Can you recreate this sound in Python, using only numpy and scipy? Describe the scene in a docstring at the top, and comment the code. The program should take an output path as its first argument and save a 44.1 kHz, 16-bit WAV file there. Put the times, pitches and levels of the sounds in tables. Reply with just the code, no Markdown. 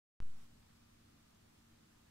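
"""An electric pottery wheel turns steadily in a quiet room, close to a two-port microphone.
The wheel is a low noise rumble and its motor a faint wavering hum, set in wide room air and hiss.
The scene opens from silence: voltage steps make a small double thump as the microphone switches on.
Everything is a little louder just after that, the bass gently swells and sinks, and one tiny tick passes.
"""
import sys
import numpy as np
from scipy import signal
from scipy.fft import rfft, irfft
from scipy.io import wavfile
from scipy.ndimage import uniform_filter1d

SR = 44100
rng = np.random.default_rng(int(sys.argv[2]) if len(sys.argv) > 2 else 0)


def digitize_waveform(pressure):
    """Quantize a signal to 16-bit integers and store it at the path in sys.argv[1].

    Rows of a 2-D input are taken as channels; values are limited to [-1, 1].
    """
    field = np.atleast_2d(pressure).T
    bounded = np.clip(field, -1, 1)
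    quanta = np.round(bounded * 32767).astype(np.int16)
    wavfile.write(sys.argv[1], SR, quanta)


N = 92610
T = np.arange(N) / SR


# Colour of the wheel's rumble and the air around it: frequency_hz, relative_db
RUMBLE_COLOUR = [(20, 3), (50, 2.5), (95, 2), (120, -1.5), (150, 0), (210, -3.5), (280, -4), (370, -11.5),
                 (560, -18), (1050, -14.5), (1250, -13.5), (2200, -19), (4000, -19.5), (8200, -23.5),
                 (11000, -27.5), (15700, -30)]
def wheel_rumble(level_db=-69):
    """The turning wheel: bass-heavy noise with an airy top, reaching both ports alike."""
    return gain(level_db) * coloured_noise(RUMBLE_COLOUR)


# Steady motor and frame tones: pitch_hz, level_db, waver_depth
HUM_TONES = [(85, -79.5, .6), (100, -77, .45), (151, -85, .7), (199, -86.5, .7), (230, -76, .2),
             (1202, -93.5, .7)]
# Upper motor tones: pitch_hz, level_db, waver_depth
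UPPER_TONES = [(289, -84, .4), (321.5, -89, .4)]
# Fader ride on the upper tones: time_s, gain_db
UPPER_RIDE = [(.32, -8), (.42, 6), (.5, -5.5), (.7, 4.5), (.87, -6.5), (1.07, 3), (1.25, -4), (1.7, -1.5),
              (1.88, 4.5), (2.1, -5.5)]
def motor_hum():
    """Motor and frame hum evenly while two upper tones swell and fade."""
    return wavering_tones(HUM_TONES) + fader(UPPER_RIDE) * wavering_tones(UPPER_TONES)


# Fader ride on the low end: time_s, gain_db
BASS_RIDE = [(.27, 4), (.36, -2.5), (.48, -0.5), (.57, 3), (.7, 1), (1.0, -1.5), (1.4, -0.5), (1.62, -1),
             (1.74, -1), (1.85, -3.5), (2.1, 0.5)]
def bass_swell(sound, crossover_hz=140):
    """The low end rises and falls a little under a steady top."""
    bass = signal.sosfiltfilt(signal.butter(4, crossover_hz, fs=SR, output="sos"), sound)
    return sound + (fader(BASS_RIDE) - 1) * bass


# Switch-on voltage steps: start_s, level_db, rise_s, right_lag_s, rebound_depth
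THUMP_STEPS = [(.2029, -37, .00005, 0, .4), (.2242, -43.5, .00005, .0007, 0), (.2245, -43, .003, 0, 0)]
def microphone_thump():
    """The microphone powers up with a double thump; the last two steps merge into one hit."""
    thump = np.zeros((2, N))
    for start_s, level_db, rise_s, right_lag_s, rebound_depth in THUMP_STEPS:
        thump[0] += gain(level_db) * voltage_step(start_s, rise_s, rebound_depth)
        thump[1] += gain(level_db) * voltage_step(start_s + right_lag_s, rise_s, rebound_depth)
    return thump


def voltage_step(start_s, rise_s, rebound_depth):
    """The voltage jumps, may kick back once, then drains to zero: a clicky attack on a soft body."""
    rebound_s, rebound_width_s, drain_s = .00048, .00028, .125
    age_s = np.maximum(T - start_s, 0)
    attack = 1 - np.exp(-(age_s / rise_s) ** 2)
    kickback = 1 - rebound_depth * np.exp(-((age_s - rebound_s) / rebound_width_s) ** 2)
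    drain = np.exp(-(age_s / drain_s) ** 1.6)
    return -attack * kickback * drain


def tick(peak_s=1.3475, level_db=-75, width_s=.0012, band_hz=(4200, 8000)):
    """One tiny, bright blip of noise."""
    band = signal.butter(2, band_hz, "band", fs=SR, output="sos")
    noise = unit_rms(signal.sosfilt(band, rng.standard_normal(N)))
    return gain(level_db) * noise * np.exp(-((T - peak_s) / width_s) ** 2)


# Colour of the air and hiss that differ between the ports: frequency_hz, relative_db
AIR_COLOUR = [(20, -28), (55, -17), (90, -5.5), (280, 0), (560, -1.5), (950, -5.5), (1500, -9.5),
              (2500, -9), (4500, -11), (8200, -14.5), (11000, -19.5), (15700, -19.5)]
def room_air(level_db=-73):
    """A bed of air and hiss, in opposite polarity left and right for width."""
    side = gain(level_db) * coloured_noise(AIR_COLOUR)
    return np.array([side, -side])


def wavering_tones(tones, waver_hz=4):
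    """Sine tones, each wandering in strength and phase."""
    hum = np.zeros(N)
    for pitch_hz, level_db, waver_depth in tones:
        waver = unit_rms(1 + waver_depth * (drift(waver_hz) + 1j * drift(waver_hz)))
        carrier = np.exp(2j * np.pi * (pitch_hz * T + rng.random()))
        hum += gain(level_db) * np.sqrt(2) * (waver * carrier).real
    return hum


def coloured_noise(colour, patch_db=1.0, patch_s=.08, patch_hz=500):
    """Noise of rms 1, shaped by an EQ curve, with faint patches drifting through it."""
    frame, hop = 1024, 256
    spectrogram = signal.stft(rng.standard_normal(N), nperseg=frame, noverlap=frame - hop)[2]
    patches = uniform_filter1d(rng.standard_normal(spectrogram.shape), int(patch_s * SR / hop), axis=1)
    patches = unit_rms(uniform_filter1d(patches, int(patch_hz * frame / SR), axis=0))
    noise = signal.istft(spectrogram * gain(patch_db * patches), nperseg=frame, noverlap=frame - hop)[1]
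    frequency_hz, relative_db = np.transpose(colour)
    eq_db = np.interp(np.log(np.fft.rfftfreq(N, 1 / SR) + 1), np.log(frequency_hz + 1), relative_db)
    return unit_rms(irfft(rfft(noise[:N]) * gain(eq_db), N))


def drift(rate_hz):
    """Slow random motion of rms 1."""
    hz = np.fft.rfftfreq(N, 1 / SR)
    return unit_rms(irfft(rfft(rng.standard_normal(N)) / (1 + (hz / rate_hz) ** 4), N))


def fader(ride):
    """A fader ride as a gain for every sample."""
    return gain(np.interp(T, *np.transpose(ride)))


def gain(db):
    """Decibels to gain."""
    return 10 ** (db / 20)


def unit_rms(sound):
    """Scales to rms 1."""
    return sound / np.sqrt(np.mean(np.abs(sound) ** 2) + 1e-20)


# Fader ride on all that the microphone picks up as it comes on: time_s, gain_db
PICKUP_RIDE = [(.203, -3), (.235, 1), (.3, 2), (.44, 3), (.47, 0.4), (.9, 0), (2.1, 0)]
def scene():
    """Silence, the switch-on thump, then the running wheel in its room."""
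    running = bass_swell(motor_hum() + wheel_rumble() + room_air() + tick())
    microphone_on = T > THUMP_STEPS[0][0]
    return microphone_on * fader(PICKUP_RIDE) * running + microphone_thump()


def record(dry, cutoff_hz=15750):
    """A steep high cut takes off the very top of the hiss."""
    taps = signal.firwin(511, cutoff_hz, window=("kaiser", 9), fs=SR)
    return signal.oaconvolve(dry, taps[None], "same", axes=1)


dry = scene()
out = record(dry)
digitize_waveform(out)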